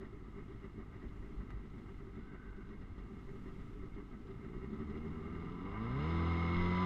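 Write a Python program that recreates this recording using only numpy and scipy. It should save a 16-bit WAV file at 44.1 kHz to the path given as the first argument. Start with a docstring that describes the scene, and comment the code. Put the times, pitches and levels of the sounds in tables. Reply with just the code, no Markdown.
"""A twin-cylinder two-stroke jet ski, heard from the rider's seat: crank harmonics filtered by its exhaust pipe.
It idles lumpily, surging about ten times a second, then opens up in two steps to a drone that creeps upward.
Firing pulses boom in the hull, noise puffs rattle the casing and pulse the intake and pump hiss, and surges
ring a water box and buzz loose fittings. Low thumps sink in pitch, panels sing, thin whines swell, and water
washes, slaps and trickles."""
import sys
import numpy as np
from scipy import signal
from scipy.fft import rfft, irfft, next_fast_len
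from scipy.io import wavfile
from scipy.ndimage import uniform_filter1d

SR = 44100
rng = np.random.default_rng(int(sys.argv[2]) if len(sys.argv) > 2 else 0)


def transcribe(signal):
    """Save signal, clipped to [-1, 1], as a 16-bit WAV file at the path in sys.argv[1]."""
    frames = np.atleast_2d(signal).T
    limited = np.clip(frames, -1, 1)
    pcm = np.round(limited * 32767).astype(np.int16)
    wavfile.write(sys.argv[1], SR, pcm)


N = 302431
TIME = np.arange(N) / SR  # seconds
SURGE_S = .019  # standard deviation of each surge's bell shape
WASH_DB = -51.5
TOP_HZ = 15400

# Crankshaft speed. Each row: time in seconds, turns per second in Hz.
CRANK_SPEED = [(0, 25.73), (1.5, 24.28), (3.5, 23.96), (4.1, 23.55), (4.35, 28.17), (4.5, 29.55),
               (4.8, 36.24), (5.1, 40.1), (5.4, 41.24), (5.55, 43), (5.708, 49.3), (5.788, 54.1),
               (5.896, 60.4), (5.98, 69.27), (6.09, 82.83), (6.3, 83.8), (6.494, 85.23), (6.6, 88.1),
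               (6.694, 88.4), (6.86, 92.1)]
# Surges of firing at low speed. Each row: centre in seconds, drive of the low water-box mode in dB,
# drive of the high mode in dB, swing of the engine's level in dB.
SURGES = [(0.019, -42, -44, 4), (0.055, -52, -56, 5), (0.147, -47, -51, 1), (0.211, -58, -54.5, -0.5),
          (0.274, -49, -56, 0.5), (0.388, -53, -47, 5.5), (0.51, -51.5, -52, 3.5), (0.554, -55, -57, 1),
          (0.65, -45, -50.5, 7), (0.8, -40, -53, 7), (0.955, -53, -54, 5.5), (1.034, -46, -48, 7),
          (1.066, -44, -55, 1.5), (1.165, -47, -52, -0.5), (1.241, -61, -55, 1), (1.3, -53, -51.5, -1.5),
          (1.412, -47, -53.5, 5), (1.51, -55, -56, 5), (1.562, -59, -55, 1.5), (1.651, -46, -51.5, 0.5),
          (1.79, -49, -69, 1.5), (1.911, -58, -52, 0), (2.021, -50, -52, -1.5), (2.088, -60, -51, -2),
          (2.183, -39.5, -47, 8), (2.348, -62, -50.5, 7), (2.469, -48, -57, 2), (2.587, -42.5, -51, 0),
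          (2.724, -41, -49, 3.5), (2.832, -58, -58.5, 3), (2.991, -58, -68, 3.5), (3.123, -43, -51.5, -2),
          (3.295, -54, -50, 3.5), (3.356, -46, -50.5, 0), (3.474, -47, -52, 5.5), (3.608, -51, -53, 3.5),
          (3.764, -50, -53, -3.5), (3.85, -57, -47, 3.5), (3.991, -42, -46.5, 6.5), (4.149, -48, -53, 5),
          (4.311, -42.5, -45.5, 5), (4.448, -45, -46.5, 7), (4.557, -53, -52, 5.5),
          (4.638, -42, -46.5, 6.5), (4.739, -35, -44, 7.5), (4.813, -36.5, -43.5, 10),
          (4.906, -35, -44, 6.5), (4.968, -42, -44.5, 8), (5.059, -38, -42, 3), (5.159, -48, -48.5, 1),
          (5.21, -55, -45, -1), (5.257, -38, -47, -0.5), (5.31, -39, -48.5, -2), (5.359, -42, -44, 1),
          (5.451, -48, -45.5, 4.5), (5.593, -41, -49.5, -3.5)]
# Share of the surge swing heard in boom, clatter, hiss and upper exhaust harmonics, in that order [ratio].
SURGE_SHARE = (0.39, 0.62, 0.61, 0.63)
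# Gain of each engine part against crank speed. Each row: speed in Hz, then in dB the hull boom, casing clatter,
# singing panels, hiss, once-a-turn note, firing note, its overtones, half-order growl.
LOUDNESS = [(26.1, -56.5, -65.5, -96.5, -79, -71, -52.5, -68.5, -67.5),
            (30.3, -48.5, -62.5, -77, -76.5, -54, -55, -63.5, -63),
            (37.8, -51, -61, -74, -74.5, -56, -49, -58.5, -60.5),
            (41, -55.5, -57, -71.5, -73.5, -56, -50.5, -55, -56),
            (42.6, -51.5, -58.5, -62.5, -71.5, -57, -67, -56, -58),
            (51.6, -53.5, -51.5, -55.5, -70.5, -47, -48.5, -49.5, -62),
            (65.5, -52, -51.5, -54.5, -62.5, -46, -34, -41, -61),
            (73.4, -52, -47, -53.5, -60, -43.5, -37.5, -41.5, -63),
            (83.9, -49, -47.5, -48.5, -57, -36, -43.5, -40.5, -50),
            (89.94, -44.5, -46.5, -43.5, -53.5, -39.5, -42, -37.5, -60.5)]
# Exhaust pipe response. 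Each row: frequency in Hz, gain in dB.
PIPE = [(25, -3), (84, -0.5), (125, -5), (142, -4), (166, 0), (183, 4), (200, -4), (219, 7), (238, -1.5),
        (258, -3.5), (290, -5), (315, -11.5), (342, -8), (365, -8.5), (415, -3.5), (465, -7), (505, -20),
        (600, -26.5), (1000, -48)]
# Hull cavity response. Each row: frequency in Hz, gain in dB.
HULL = [(30, -25), (60, 4), (100, 0.5), (130, -2), (155, -4.5), (185, 1.5), (225, -12), (270, -3), (300, 0),
        (325, -4.5), (395, -0.5), (480, -16.5), (800, -57.5), (2500, -84)]
# Engine casing resonances. Each row: frequency in Hz, width in Hz, gain in dB.
CASING = [(763, 325, -4), (1027, 76, -6.5), (1185, 89, 1), (1297, 56, 3.5), (1557, 53, -6),
          (1886, 63, -7.5), (2016, 60, -2), (2142, 55, 1.5), (2810, 128, -11)]
# Broad hiss of intake and jet pump. Each row: frequency in Hz, gain in dB.
HISS = [(500, -2), (1500, 6.5), (2400, -4), (2850, 1), (3300, 2), (3650, 3.5), (4250, -3), (4550, -21),
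        (4850, -5), (5250, -5), (5650, -31), (6200, -14), (7200, -29), (9000, -32.5), (10000, -52.5),
        (14000, -45)]
# Wash of open water. Each row: frequency in Hz, gain in dB.
WASH = [(15, -5), (25, -3.5), (45, -14), (100, -12.5), (300, -17.5), (600, -39), (1500, -39), (3000, -48),
        (5000, -56), (7000, -58), (10000, -65), (15000, -70)]
# Exhaust water-box modes, low then high. Each row: frequency in Hz, length in seconds, gain in dB.
WATER_BOX = [(217.3, 0.021, -7.5), (389.4, 0.013, -1)]
# Resonances of the loose fittings. Each row: frequency in Hz, width in Hz, gain in dB.
FITTINGS = [(572, 160, 2.5), (1205, 290, -1), (1930, 130, 5)]
# Low thumps in the idle and early rev, each sinking in pitch. Each row: start in seconds,
# starting pitch in Hz, level in dB.
THUMPS = [(0.132, 125, -52), (0.401, 277, -43.5), (0.772, 125, -49), (0.88, 110, -52), (1.089, 119, -46),
          (1.241, 285, -46), (1.426, 258, -44), (1.515, 250, -48.5), (1.533, 122, -37.5),
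          (1.764, 121, -39.5), (1.768, 250, -48.5), (2.633, 117, -41), (2.816, 290, -47), (2.909, 248, -51),
          (3.034, 258, -45), (3.074, 114, -46), (3.228, 252, -48), (3.963, 310, -43), (4.2, 268, -42),
          (4.361, 120, -42), (4.674, 240, -41.5), (5.104, 298, -39.5), (5.644, 266, -37)]
# Waves slapping the hull. Each row: centre in seconds, pitch in Hz, level in dB, length in seconds.
SLAPS = [(0.559, 111, -45, 0.014), (1.064, 52, -40, 0.01), (1.197, 52, -42, 0.01), (1.394, 47, -37, 0.015),
         (1.557, 51, -39.5, 0.022), (2.498, 40, -49, 0.04), (2.857, 39, -44, 0.017),
         (2.913, 86.6, -43, 0.014), (3, 41.6, -45, 0.021), (3.748, 41.4, -42.5, 0.024),
         (3.941, 39.8, -43, 0.016), (4.57, 41, -43.5, 0.02), (5.923, 33.6, -46, 0.029),
         (6.614, 22, -35, 0.04)]
# Panel modes that sing when a crank harmonic reaches them. Each row: frequency in Hz, width in Hz, gain in dB.
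PANELS = [(761, 19, -8), (1007, 45, 5.5), (1180, 40, -0.5), (1253, 72, -5.5), (2118, 98, -7)]
# Thin wavering whines. Each row: peak in seconds, pitch there in Hz, level in dB, rise in seconds,
# fall in seconds, waver in Hz.
WHINES = [(5.4, 1203, -65.5, 0.18, .3, 8.9), (6.03, 1235, -56.5, 0.035, 0.07, 6.6),
          (6.499, 2160, -51, 0.18, 0.1686, 4.25), (6.65, 2041, -50, 0.07, 0.11, 3.74)]


def undb(db):
    """Convert decibels to amplitude gain."""
    return 10 ** (np.asarray(db) / 20)


def unit(x):
    """Normalise to a root-mean-square of one."""
    return x / np.sqrt(np.mean(x ** 2))


def steady(x):
    """Normalise by the running half-second power, leaving faster beats intact."""
    return x / np.sqrt(uniform_filter1d(x ** 2, SR // 2) + 1e-18)


def swell(centre_s, length_s):
    """Gaussian envelope about one moment; the length is its standard deviation."""
    return np.exp(-.5 * np.minimum(((TIME - centre_s) / length_s) ** 2, 10 ** 2))


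def noise():
    """White noise: equal power at all frequencies."""
    return rng.standard_normal(N)


def walk(rate_hz):
    """Smoothed random steps, a slow fluctuation of unit rms."""
    hold = max(int(SR / rate_hz), 2)
    steps = np.repeat(rng.standard_normal(N // hold + 1), hold)
    smooth = uniform_filter1d(uniform_filter1d(steps, hold), hold // 2)
    return unit(smooth[:N])


def minimum_phase(x, gain_at):
    """Causal filtering: the folded cepstrum gives the minimum-phase response of a given gain curve."""
    size = 2 * next_fast_len(N // 2 + SR // 2)
    hz = np.maximum(np.arange(size // 2 + 1) * SR / size, 1)
    cepstrum = irfft(np.log(gain_at(hz) + 1e-9))
    cepstrum[1:size // 2] *= 2
    cepstrum[size // 2 + 1:] = 0
    response = np.exp(rfft(cepstrum))
    return irfft(rfft(x, size) * response)[:N]


def colour(x, points):
    """Spectral shaping: gain in dB runs straight between points in log frequency."""
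    hz, db = np.transpose(points)
    return minimum_phase(x, lambda f: undb(np.interp(np.log(f), np.log(hz), db)))


def resonate(x, modes):
    """Modal resonance: the gains of steep-sided peaks add."""
    def gain_at(f):
        total = 0
        for hz, width, db in modes:
            detuning = (f * f - hz * hz) / (f * width * 2)
            total = total + undb(db) / (1 + detuning ** 2 * 2)
        return total
    return minimum_phase(x, gain_at)


def throb(centre_s, hz, db, length_s, glide_hz_per_s=0):
    """A short tone burst: a linearly gliding sine under a Gaussian envelope."""
    near = np.abs(TIME - centre_s) < 4 * length_s
    age = TIME[near] - centre_s
    cycles = hz * age + .5 * glide_hz_per_s * age ** 2 + rng.random()
    out = np.zeros(N)
    out[near] = undb(db) * np.exp(-.5 * (age / length_s) ** 2) * np.sin(2 * np.pi * cycles)
    return out


def firings(turns, load, idle_scatter_db, load_scatter_db, alternate_db, jitter, puff_turns):
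    """Impulsive combustion: two uneven pulses a turn, each with a gas puff decaying in crank angle."""
    count = int(2 * turns[-1])
    chance = rng.standard_normal((count, 2))
    number = np.arange(count)
    # jitter is in firing intervals
    firing_turn = (number + .5 + jitter * chance[:, 0]) / 2
    at = np.sort(np.interp(firing_turn, turns, np.arange(N))).astype(int)
    scatter_db = idle_scatter_db + (load_scatter_db - idle_scatter_db) * load[at]
    strength = undb(scatter_db * chance[:, 1] + alternate_db * (number % 2))
    last = np.maximum(np.searchsorted(at, np.arange(N), side="right") - 1, 0)
    puff = strength[last] * np.exp(-np.abs(turns - turns[at[last]]) / puff_turns)
    return np.bincount(at, strength, N), puff


def surge_swing():
    """Slow amplitude modulation in dB as the engine catches and misses, less its half-second mean."""
    swing = sum(db * swell(s, SURGE_S) for s, _, _, db in SURGES)
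    return swing - uniform_filter1d(swing, SR // 2)


def loudness(crank_hz):
    """Source strength against speed: the gain of each engine part, interpolated in dB."""
    hz, *columns = np.transpose(LOUDNESS)
    return [undb(np.interp(crank_hz, hz, db)) for db in columns]


def exhaust(turns, crank_hz, load, gains, chug_db):
    """Source and filter: crank harmonics sweep a pipe response; odd and half orders come from uneven firing."""
    turn_gain, firing_gain, overtone_gain, growl_gain = gains
    odd_fall_db, growl_fall_db = 5.5, 2.5  # per octave
    wobble_db, rough_db = 2.1, 1.84
    waver_turns, growl_waver_turns = 0.051, .13
    pipe_hz, pipe_db = np.transpose(PIPE)
    out = 0
    for order in np.arange(1, 12.5, .5):
        wander = waver_turns * np.sqrt(order) * (1 - 0.67 * np.sqrt(load))
        if order % 1:
            gain = growl_gain * undb(-growl_fall_db * np.log2(order / 2))
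            wander = growl_waver_turns
        elif order % 2:
            gain = turn_gain * undb(-odd_fall_db * np.log2(order))
        else:
            gain = firing_gain if order == 2 else overtone_gain
        response_db = np.interp(np.log(order * crank_hz), np.log(pipe_hz), pipe_db)
        # orders above the firing note chug and flutter; those up to it stay firmer
        if order > 2:
            flutter_db = chug_db + wobble_db * walk(14) + rough_db * walk(70)
        else:
            flutter_db = .5 * rough_db * walk(60)
        # even orders start in step with the firings
        offset = rng.random() if order % 2 else -order / 4
        phase = 2 * np.pi * (order * turns + offset + wander * walk(14))
        out = out + np.sqrt(2) * np.sin(phase) * gain * undb(response_db + flutter_db)
    return out


def hull(turns, load):
    """Cavity resonance: firing pulses and gas noise boom in the hollow hull, more evenly under load."""
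    pulses, puff = firings(turns, load, idle_scatter_db=2.0, load_scatter_db=0.5,
                           alternate_db=1.0, jitter=0.019, puff_turns=.45)
    gas = steady(puff * noise())
    return steady(colour(steady(pulses) + undb(-2.5) * gas, HULL))


def casing(turns, load):
    """Structural modes: each firing knocks the casing, and a decaying noise rattle follows it."""
    pulses, puff = firings(turns, load, idle_scatter_db=1.24, load_scatter_db=0.3,
                           alternate_db=-0.5, jitter=.05, puff_turns=1.8)
    rattle = steady(puff * noise())
    return steady(resonate(rattle + undb(-15) * steady(pulses), CASING))


def intake_and_pump(turns, load):
    """Turbulent flow noise: broadband hiss, amplitude-modulated by the firings over a smooth part."""
    _, puff = firings(turns, load, idle_scatter_db=4.5, load_scatter_db=2.5,
                      alternate_db=-4.5, jitter=0.037, puff_turns=0.81)
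    smooth = 0.88
    return steady(colour((smooth + puff) * noise(), HISS))


def wash():
    """Broadband radiation of moving water: shaped noise whose level drifts slowly."""
    return unit(colour(noise(), WASH)) * undb(WASH_DB + 1.2 * walk(2.88))


def water_box():
    """Impulse excitation of cavity modes: each surge rings two modes, which glide upward."""
    scatter_hz, rise_per_s = 9, 1.5  # rise as a fraction of the mode frequency
    chances = rng.standard_normal((len(SURGES), len(WATER_BOX)))
    out = 0
    for (s, *drives_db, _), chance in zip(SURGES, chances):
        for (hz, length_s, mode_db), db, detune in zip(WATER_BOX, drives_db, chance):
            out = out + throb(s, hz + scatter_hz * detune, db + mode_db, length_s, rise_per_s * hz)
    return out


def fittings(turns, load):
    """Forced vibration: surges shake loose fittings, a buzz renewed at each firing, each decay cut short by the
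    next."""
    shake = sum(undb(db) * swell(s, SURGE_S) for s, _, _, db in SURGES)
    _, puff = firings(turns, load, idle_scatter_db=1.8, load_scatter_db=3.0,
                      alternate_db=-0.5, jitter=0.057, puff_turns=1.0)
    buzz = unit(resonate(puff * noise(), FITTINGS))
    return buzz * shake * undb(-71.0)


def thumps():
    """Transient response: a low thump rises fast and dies as its pitch sinks."""
    attack_s, decay_s = 0.0018, 0.014
    sag, sag_s = 0.29, 0.033  # fraction of pitch lost, and its time constant
    out = 0
    for (s, hz, db), start in zip(THUMPS, rng.random(len(THUMPS))):
        age = np.clip(TIME - s, 0, 1)
        cycles = hz * ((1 - sag) * age + sag * sag_s * (1 - np.exp(-age / sag_s)))
        envelope = (1 - np.exp(-(age / attack_s) ** 2)) * np.exp(-age / decay_s)
        out = out + undb(db) * envelope * np.sin(2 * np.pi * (cycles + start))
    return out


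def slaps():
    """Impact of waves on a hollow body: short, mostly low tone bursts."""
    return sum(throb(s, hz, db, length_s) for s, hz, db, length_s in SLAPS)


def tap():
    """Damped free vibration: a short knock rings one hull panel, with a noise crack on top."""
    at_s, decay_s, ring_hz = 1.505, 0.0045, 1300
    crack = unit(resonate(noise(), [(1500, 900, 0)]))
    age = np.maximum(TIME - at_s, 0)
    knock = np.sin(2 * np.pi * ring_hz * age) + undb(-7) * crack
    return undb(-47.5) * (age > 0) * np.exp(-age / decay_s) * knock


def trickle():
    """Bubble resonance: one brief swell of narrow-band noise, read at a varying rate to wander in pitch."""
    peak_s, rise_s, fall_s = 2.44, 0.22, 0.2
    bubbles = unit(resonate(noise(), [(1535, 100, 0)]))
    position = np.cumsum(1 + 0.014 * walk(12))
    bubbles = np.interp(position, np.arange(N), bubbles)
    return bubbles * undb(-66.5) * swell(peak_s, np.where(TIME < peak_s, rise_s, fall_s))


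def singing_panels(turns):
    """Sympathetic resonance: knocks repeat every turn, and their harmonics light up panel modes in passing."""
    even_db, flutter_db, slip_turns = -7, 1.1, 0.0016
    angle = 2 * np.pi * (turns + slip_turns * walk(30))
    knocks = 0
    for order in range(8, 33):
        level_db = even_db * (1 - order % 2) + flutter_db * walk(30)
        knocks = knocks + undb(level_db) * np.sin(order * angle + 2 * np.pi * rng.random())
    return steady(resonate(knocks, PANELS))


def whines():
    """Frequency-modulated tones: thin whines swell and fade, a little flat while they are weak."""
    sag_hz = 30
    out = 0
    for s, hz, db, rise_s, fall_s, waver_hz in WHINES:
        strength = swell(s, np.where(TIME < s, rise_s, fall_s))
        pitch_hz = hz - sag_hz * (1 - strength) + waver_hz * walk(140)
        phase = 2 * np.pi * np.cumsum(pitch_hz) / SR
        out = out + np.sqrt(2) * np.sin(phase) * strength * undb(db + 0.5 * walk(32))
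    return out


def scene():
    """Common excitation: crank speed sets firing rate and part levels, and load steadies the exhaust and hull."""
    crank_hz = np.interp(TIME, *np.transpose(CRANK_SPEED))
    turns = np.cumsum(crank_hz) / SR
    load = np.clip((crank_hz - 28) / 55, 0, 1)
    boom_gain, clatter_gain, panel_gain, hiss_gain, *exhaust_gains = loudness(crank_hz)
    boom_db, clatter_db, hiss_db, chug_db = np.outer(SURGE_SHARE, surge_swing())
    note = exhaust(turns, crank_hz, load, exhaust_gains, chug_db) + water_box()
    boom = hull(turns, load) * boom_gain * undb(boom_db) + thumps()
    clatter = casing(turns, load) * clatter_gain * undb(clatter_db) + fittings(turns, load)
    hiss = intake_and_pump(turns, load) * hiss_gain * undb(hiss_db)
    water = wash() + slaps() + trickle()
    panels = singing_panels(turns) * panel_gain
    return (note + boom + clatter + hiss + water + tap() + panels + whines())[None]


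def record(dry):
    """Band limiting: a steep elliptic low-pass removes the extreme treble."""
    return signal.sosfilt(signal.ellip(8, .2, 70, TOP_HZ, fs=SR, output="sos"), dry)


dry = scene()
out = record(dry)
transcribe(out)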